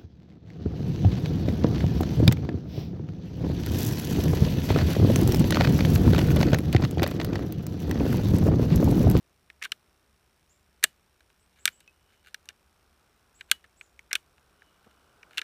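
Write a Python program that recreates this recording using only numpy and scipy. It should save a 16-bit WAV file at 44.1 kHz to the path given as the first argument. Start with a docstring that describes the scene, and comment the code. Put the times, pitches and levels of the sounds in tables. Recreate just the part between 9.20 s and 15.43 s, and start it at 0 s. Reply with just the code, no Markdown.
"""A lever-action rifle, close by outdoors: a thumb works the hammer, which scrapes, catches and snaps.
Each contact rings the steel receiver, the small parts and the wooden stock; some set springs singing.
At the end the lever starts to open with a quick cluster of clicks, and the hand rubs on the stock.
Behind it: quiet open air, a small bird's thin rising chirps, a far whirr and a camera's faint ticking."""
import sys
import numpy as np
from scipy import signal
from scipy.fft import rfft, irfft, next_fast_len
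from scipy.io import wavfile

SR = 44100
rng = np.random.default_rng(int(sys.argv[2]) if len(sys.argv) > 2 else 0)


def bounce(signal):
    """Save signal as a 16-bit WAV file at the path given by the first command-line argument."""
    frames = np.transpose(np.atleast_2d(signal))
    limited = np.clip(frames, -1, 1)
    pcm = np.round(limited * 32767).astype(np.int16)
    wavfile.write(sys.argv[1], SR, pcm)


N = 274743
TIME = np.arange(N) / SR


def from_db(db):
    """Decibels to gain."""
    return 10 ** (np.asarray(db) / 20)


def unit_rms(x):
    """Scale to rms 1."""
    return x / np.sqrt(np.mean(x ** 2) + 1e-20)


def unit_burst(x):
    """Scale a burst to the energy of 10 ms at rms 1."""
    return x / np.sqrt(np.sum(x ** 2) / (SR / 100) + 1e-20)


def add(track, start_s, sound):
    """Mix a sound into a track."""
    at = int(np.clip(round(start_s * SR), 0, N))
    track[at:at + len(sound)] += sound[:N - at]


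def butter(x, hz, kind, order=2):
    """Butterworth high- or low-pass."""
    return signal.sosfilt(signal.butter(order, min(hz, .45 * SR), kind, fs=SR, output="sos"), x)


def resonate(x, modes):
    """Parallel resonances of alternating sign, one per (Hz, width Hz, dB) row."""
    out = 0
    for k, (hz, width_hz, db) in enumerate(modes):
        r = np.exp(-np.pi * width_hz / SR)
        poles = [1, -2 * r * np.cos(2 * np.pi * hz / SR), r * r]
        ring = signal.lfilter([1, 0, -1], poles, x + 1e-18)
        out = out + (-1) ** k * from_db(db) * (1 - r * r) / 2 * ring
    return out


def ring_body(force, modes):
    """A struck body: each mode takes a set share of the blow's energy."""
    out = 0
    for k, (hz, width_hz, db) in enumerate(modes):
        ring = unit_burst(resonate(force, [(hz, width_hz, 0)]))
        out = out + (-1) ** k * from_db(db) * np.sqrt(width_hz) * ring
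    return unit_burst(out)


def coloured_noise(spectrum):
    """Steady noise at rms 1, shaped by (Hz, dB) rows."""
    hz, db = np.transpose(spectrum)
    size = next_fast_len(N)
    bins_hz = np.maximum(np.fft.rfftfreq(size, 1 / SR), 1)
    gain = from_db(np.interp(np.log(bins_hz), np.log(hz), db))
    return unit_rms(irfft(rfft(rng.standard_normal(size)) * gain, size)[:N])


def swells(rows):
    """One Gaussian swell per (centre s, length s, dB) row."""
    return sum(from_db(db) * np.exp(-(2 * (TIME - s) / length_s) ** 2) for s, length_s, db in rows)


# Spectra of still air and a far rush. Each row: frequency in Hz, relative density in dB.
AIR_SPECTRUM = [(20, -21.5), (35, -7.5), (64, -0.5), (96, -8.5), (221, -9.5), (281, -14.5), (378, -10),
                (470, -14), (1530, -16.5), (2000, -19.5), (3000, -21.5), (6900, -30), (9000, -27.5),
                (15500, -32.5)]
RUSH_SPECTRUM = [(60, -11.5), (200, -4), (380, -0.5), (600, -0.5), (950, -1.5), (1500, 2.5), (1850, -14),
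                 (2800, -11), (5000, -18.5), (14000, -27)]
# Course of the rush. Each row: time in seconds, level in dB.
RUSH_LEVELS = [(0, -84), (0.7, -76), (1.2, -86.5), (2.2, -82), (3.85, -72), (4.5, -76), (5.2, -71.5),
               (6.23, -64)]


def open_air(air_db=-69, hum_hz=68, hum_width_hz=14, hum_db=-74.5):
    """Still air, a slowly swelling far rush and a low hum."""
    air = from_db(air_db) * coloured_noise(AIR_SPECTRUM)
    rush_db = np.interp(TIME, *np.transpose(RUSH_LEVELS))
    rush = from_db(rush_db) * coloured_noise(RUSH_SPECTRUM)
    hum = unit_rms(resonate(rng.standard_normal(N), [(hum_hz, hum_width_hz, 0)]))
    return air + rush + from_db(hum_db) * hum


# The two ticks of a camera cycle. Each row: offset in seconds, level in dB, buzz decay in seconds.
TICKS = [(.0095, -75, .003), (0.0287, -74, 0.00092)]
# Tick resonances. Each row: frequency in Hz, width in Hz, gain in dB.
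TICK_MODES = [(2380, 350, -7.5), (3815, 410, -9.5), (5530, 300, -4), (8430, 430, -9), (11500, 3900, -20.5)]


def camera_ticks(cycle_hz=30, buzz_gain=.35):
    """Repeating electronic ticks, each a pulse with a trace of buzz."""
    out, t = np.zeros(N), TIME[:SR // 50]
    for offset_s, db, decay_s in TICKS:
        for s in np.arange(offset_s, N / SR, 1 / cycle_hz):
            pulse = (t == 0) + buzz_gain * rng.standard_normal(len(t)) * np.exp(-t / decay_s)
            add(out, s, from_db(db) * ring_body(pulse, TICK_MODES))
    return out


def contact_force(chatter_ms, rise_ms, first_touch=1.2, settle_db=-19, settle_ms=4.2):
    """One contact builds up and chatters densely, then loose parts settle."""
    ms = np.arange(SR // 14) * 1000 / SR
    after_ms = np.maximum(ms - rise_ms, 0)
    decay = np.exp(-after_ms / chatter_ms) + from_db(settle_db) * np.exp(-after_ms / settle_ms)
    envelope = np.minimum(ms / rise_ms, 1) ** 2 * decay
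    force = rng.choice([-1., 1.], len(ms)) * envelope
    force[np.argmax(envelope)] += first_touch
    return force


def thud_share_db(contact_db, base_db=-64.5, at_contact_db=-40, db_per_db=0.44):
    """Stock thud relative to its contact; the thud grows more slowly."""
    return base_db + db_per_db * (contact_db - at_contact_db) - contact_db


# Hammer, catch and lever click home. Each row: start in seconds, level in dB, treble share in dB,
# catch share in dB, moving part's pitch in Hz, its ring in dB, chatter in ms.
CLICKS = [(0.3004, -47.5, -21.5, -27, 2080, 9, 0.92), (0.4245, -34, -14, -13, 2100, 9, 2.7),
          (0.4363, -40, -10, -8, 2400, -7, 2.4), (0.4484, -38, -10.5, -10.5, 2860, -7, 2.7),
          (0.5184, -28, -13.5, -11.5, 2830, -2.5, 1.38), (2.4544, -20.5, -2, -11, 3594, -4, .65),
          (2.4763, -24, -15, -17, 2290, -1, 1.2), (2.603, -60, -1, -20, 2620, -10, 4),
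          (2.676, -62.5, -8.5, -4, 2680, -4.5, 1.44), (3.1435, -37.5, -10.5, -12.5, 1620, -6.5, 1.66),
          (3.288, -42, -9.5, -6, 2780, 0.5, 1.27), (4.2087, -41, -20, -26, 1628, -1, 1.93),
          (4.3133, -16.5, -4.5, -14.5, 3070, -6.5, 1.6), (4.6107, -44, -22.5, -27, 2370, 3, 1),
          (4.7918, -47.5, -16.5, -20, 2176, 14, 1.25), (4.9296, -27.5, -5.5, -3.5, 2280, -4.5, 0.47),
          (4.9524, -23.5, -11.5, -13, 2950, 0.5, 2.72), (6.029, -50, -32.5, -15.5, 2360, 2, 2),
          (6.1799, -28, -15.5, -13.5, 3450, -2.5, 1.2), (6.2148, -35, -19, -12, 1800, -7, 1.55)]
# The hammer snap that also thumps the stock. As a click, plus thud share in dB.
THUMPING_SNAP = (1.6383, -16, -1.5, -12.5, 1640, -6, 2.5, -19.5)


def clicks():
    """Contact rows for the thumping snap and the other distinct clicks."""
    return [THUMPING_SNAP] + [(s, db, *rest, thud_share_db(db)) for s, db, *rest in CLICKS]


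# Parts drag in runs of slips. Each row: start in seconds, length in seconds, first slip in dB,
# last slip in dB, treble share in dB, pitch in Hz.
SLIP_RUNS = [(0.4144, .006, -51, -39, -25, 1800), (0.452, .005, -37, -45.5, -19.5, 1460),
             (1.6272, .0065, -37, -31.5, -15, 1750), (3.2957, .007, -55, -57, -15, 1840),
             (4.44, 0.0088, -56, -67, -19, 1710), (4.9088, 0.0035, -43, -38, -25, 2070),
             (4.933, 0.014, -43.5, -56, -18, 1540), (6.173, .0165, -34, -35, -15.5, 2700)]
# Play in the action. Each row: start in seconds, level in dB, treble share in dB.
TAPS = [(2.0055, -61.5, -12), (2.1006, -65, -11), (3.2554, -66.5, 1.5), (5.1795, -63, -16.5),
        (5.4193, -55, -26.5), (6.108, -57.5, -15)]


def slips_and_taps(slip_gap_s=.0054, slip_chatter_ms=2.8, tap_hz=1630, tap_chatter_ms=1.62):
    """Contact rows for light touches; harder ones ring the catch more and the moving part less."""
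    touches = [(s, db, treble_db, tap_hz, tap_chatter_ms) for s, db, treble_db in TAPS]
    for s, length_s, first_db, last_db, treble_db, hz in SLIP_RUNS:
        for u in np.linspace(0, 1, 1 + max(1, round(length_s / slip_gap_s))):
            db = first_db + u * (last_db - first_db)
            touches.append((s + u * length_s, db, treble_db, hz, slip_chatter_ms))
    rows = []
    for s, db, treble_db, hz, chatter_ms in touches:
        catch_db = -10.5 + 0.76 * treble_db
        part_db = -7.5 - 0.46 * treble_db
        thud_db = thud_share_db(db) + 1.5   # light touches thump the stock a little more
        rows.append((s, db, treble_db, catch_db, hz, part_db, chatter_ms, thud_db))
    return rows


# Modes of the hand-damped receiver, small steel parts, hammer catch and wooden stock.
# Each row: frequency in Hz, width in Hz, gain in dB.
RECEIVER_MODES = [(875, 460, -24.5), (1278, 110, -7), (1512, 250, -1), (1676, 210, 1), (2165, 260, -2.5),
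                  (2380, 270, -2), (2830, 190, -1), (3180, 300, -5.5), (3602, 270, -1), (4260, 650, -5)]
STEEL_MODES = [(6430, 650, -2.5), (7450, 320, -2), (8150, 170, -1), (8650, 430, -1.5), (9400, 1000, -4.5),
               (10774, 270, -4), (12050, 610, -4.5), (14100, 310, -6), (14590, 450, -6.5)]
CATCH_MODES = [(4916, 270, -5), (5750, 390, 1)]
STOCK_MODES = [(216, 110, -16), (424, 70, 0.5), (650, 56, -4), (900, 170, -0.5)]


def rifle_action(receiver_db=-2.5, part_width_hz=290, steel_rise_ms=0.57, bass_cut_hz=1100):
    """Each contact rings the receiver, moving part, small steel parts, catch and stock."""
    out = np.zeros(N)
    for s, db, treble_db, catch_db, part_hz, part_db, chatter_ms, thud_db in clicks() + slips_and_taps():
        rise_ms, steel_chatter_ms = .4 * chatter_ms, 0.72 * chatter_ms
        hardness = 2 ** (treble_db / 22)   # hard contacts reach higher modes
        receiver = ring_body(contact_force(chatter_ms, rise_ms), RECEIVER_MODES)
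        part = unit_burst(resonate(contact_force(chatter_ms, rise_ms), [(part_hz, part_width_hz, 0)]))
        body = from_db(receiver_db) * receiver + from_db(part_db) * part
        body = butter(body, bass_cut_hz, "high", order=7)   # a small body radiates little bass
        body = butter(body, 6300 * hardness, "low", order=3)
        steel = ring_body(contact_force(steel_chatter_ms, steel_rise_ms), STEEL_MODES)
        steel = butter(butter(steel, 5600, "high"), 12000 * hardness, "low", order=1)
        catch = ring_body(contact_force(steel_chatter_ms, steel_rise_ms), CATCH_MODES)
        catch = butter(catch, bass_cut_hz, "high")
        stock = ring_body(contact_force(chatter_ms, rise_ms), STOCK_MODES)
        stock = butter(butter(stock, 1000, "low"), 170, "high")
        for sound, share_db in ((body, 0), (steel, treble_db), (catch, catch_db), (stock, thud_db)):
            add(out, s, from_db(db + share_db) * unit_burst(sound))
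    return out


# Spectrum of the rifle's shiver. Each row: frequency in Hz, relative density in dB.
SHIVER_SPECTRUM = [(60, 1.5), (200, 5), (700, -2.5), (1500, 1), (3300, 1), (5500, -6), (9000, -5.5),
                   (15000, -9)]


def shiver(share_db=-32, t60_s=0.18):
    """After each click, countless weak modes of barrel, scope and stock die away as a soft hiss."""
    envelope, t = np.zeros(N), TIME[:SR // 3]
    for s, db, *_ in clicks():
        add(envelope, s, from_db(db + share_db - 60 * t / t60_s))
    return envelope * coloured_noise(SHIVER_SPECTRUM)


# Metal slides under the thumb; the palm bumps the stock.
# Each row: centre in seconds, length in seconds, level in dB.
THUMB_SLIDES = [(0.444, 0.012, -38), (0.468, 0.018, -55), (2.40, 0.16, -68), (2.489, .005, -39),
                (2.93, 0.064, -66.5), (3.072, 0.052, -57), (4.20, 0.029, -64.5), (4.30, 0.029, -58),
                (5.649, 0.008, -59), (5.712, .01, -63), (6.15, .07, -60)]
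PALM_BUMPS = [(5.672, 0.014, -55.5)]


def handling(slips_per_s=700, steel_db=-17, thumb_top_hz=2800, palm_top_hz=600):
    """Sliding sends a stream of tiny slips into the metal; the palm only thumps the wood."""
    slips = (rng.random(N) < slips_per_s / SR) * rng.standard_normal(N)
    receiver = butter(resonate(slips, RECEIVER_MODES), thumb_top_hz, "low")
    scrape = unit_rms(receiver + from_db(steel_db) * resonate(slips, STEEL_MODES))
    rumble = butter(rng.standard_normal(N), palm_top_hz, "low")
    thump = unit_rms(butter(rumble, 60, "high"))
    return swells(THUMB_SLIDES) * scrape + swells(PALM_BUMPS) * thump


# Bird chirps. Each row: start in seconds, top pitch in Hz, relative level in dB.
CHIRPS = [(1.290, 7470, -69), (2.190, 8430, -76), (2.390, 8000, -66.5), (2.518, 7970, -66.5),
          (4.143, 7890, -67), (4.566, 8150, -69), (4.612, 7200, -71)]


def bird(length_s=.046, start_ratio=.79, sweep_rate=5, waver_rms_hz=150, overtone_db=-21):
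    """Thin, slightly hoarse whistles that sweep up fast and level off."""
    out, u = np.zeros(N), np.linspace(0, 1, int(length_s * SR))
    envelope = np.sqrt(np.abs(np.sin(np.pi * u ** .7)))
    for s, top_hz, db in CHIRPS:
        pitch_hz = top_hz * (1 - (1 - start_ratio) * np.exp(-sweep_rate * u))
        waver_hz = waver_rms_hz * unit_rms(butter(rng.standard_normal(len(u)), 500, "low"))
        phase = 2 * np.pi * np.cumsum(pitch_hz + waver_hz) / SR
        whistle = np.sin(phase) + from_db(overtone_db) * np.sin(2 * phase)
        add(out, s, from_db(db) * envelope * whistle)
    return out


# Spring modes. Each row: frequency in Hz, gain in dB, T60 in seconds.
SPRING_MODES = [(1890, -15, .12), (2946, 0, .13), (3330, -8.5, 0.083), (3946, -16.5, 0.14)]
# Hard snaps that excite the springs. Each row: start in seconds, ring level in dB.
SPRING_SNAPS = [(1.640, -45), (2.456, -50), (4.315, -38), (4.954, -55)]


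def springs(ping_start_s=2.677, ping_hz=2570, ping_db=-47.5, ping_t60_s=0.075):
    """Springs ring on after hard snaps; a small moving part pings as the hammer comes to rest."""
    out, t = np.zeros(N), TIME[:SR // 3]
    rings = [(s, hz, db + mode_db, t60_s) for s, db in SPRING_SNAPS for hz, mode_db, t60_s in SPRING_MODES]
    rings.append((ping_start_s, ping_hz, ping_db, ping_t60_s))
    for s, hz, db, t60_s in rings:
        add(out, s, from_db(db - 60 * t / t60_s) * np.sin(2 * np.pi * hz * t))
    return out


# Swells of a far whirr. Each row: centre in seconds, length in seconds, level in dB.
WHIRRS = [(2.58, .3, -75), (2.93, .25, -77), (5.47, 0.24, -77), (5.8, .37, -79.5)]


def whirr(centre_hz=2946, width_hz=180):
    """A narrow band of distant noise comes and goes."""
    band = [(centre_hz, width_hz, 0)]
    return swells(WHIRRS) * unit_rms(resonate(resonate(rng.standard_normal(N), band), band))


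def scatter(x, t60_s, top_hz, delay_s):
    """Diffuse reflections from the ground and trees."""
    t = TIME[:SR // 2]
    tail = rng.standard_normal(len(t)) * from_db(-60 * t / t60_s) * (t > delay_s)
    tail = butter(tail, top_hz, "low", order=1)
    return signal.fftconvolve(x, tail / np.sqrt(np.sum(tail ** 2)))[:N]


def scene():
    """The rifle is near and almost dry, the bird far and scattered."""
    rifle = rifle_action() + springs() + shiver() + handling()
    rifle = rifle + from_db(-40.5) * scatter(rifle, t60_s=.18, top_hz=13947, delay_s=0.0036)
    chirps = bird()
    chirps = from_db(3.5) * chirps + scatter(chirps, t60_s=0.28, top_hz=12000, delay_s=0.011)
    return (rifle + chirps + open_air() + whirr() + camera_ticks())[None]


def record(dry):
    """Soft peak limiting, then a steep low-pass."""
    cutoff_hz = 15400
    rounded = 1.178 * np.tanh(dry / 1.158)
    return signal.sosfilt(signal.ellip(10, .1, 70, cutoff_hz, fs=SR, output="sos"), rounded)


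dry = scene()
out = record(dry)
bounce(out)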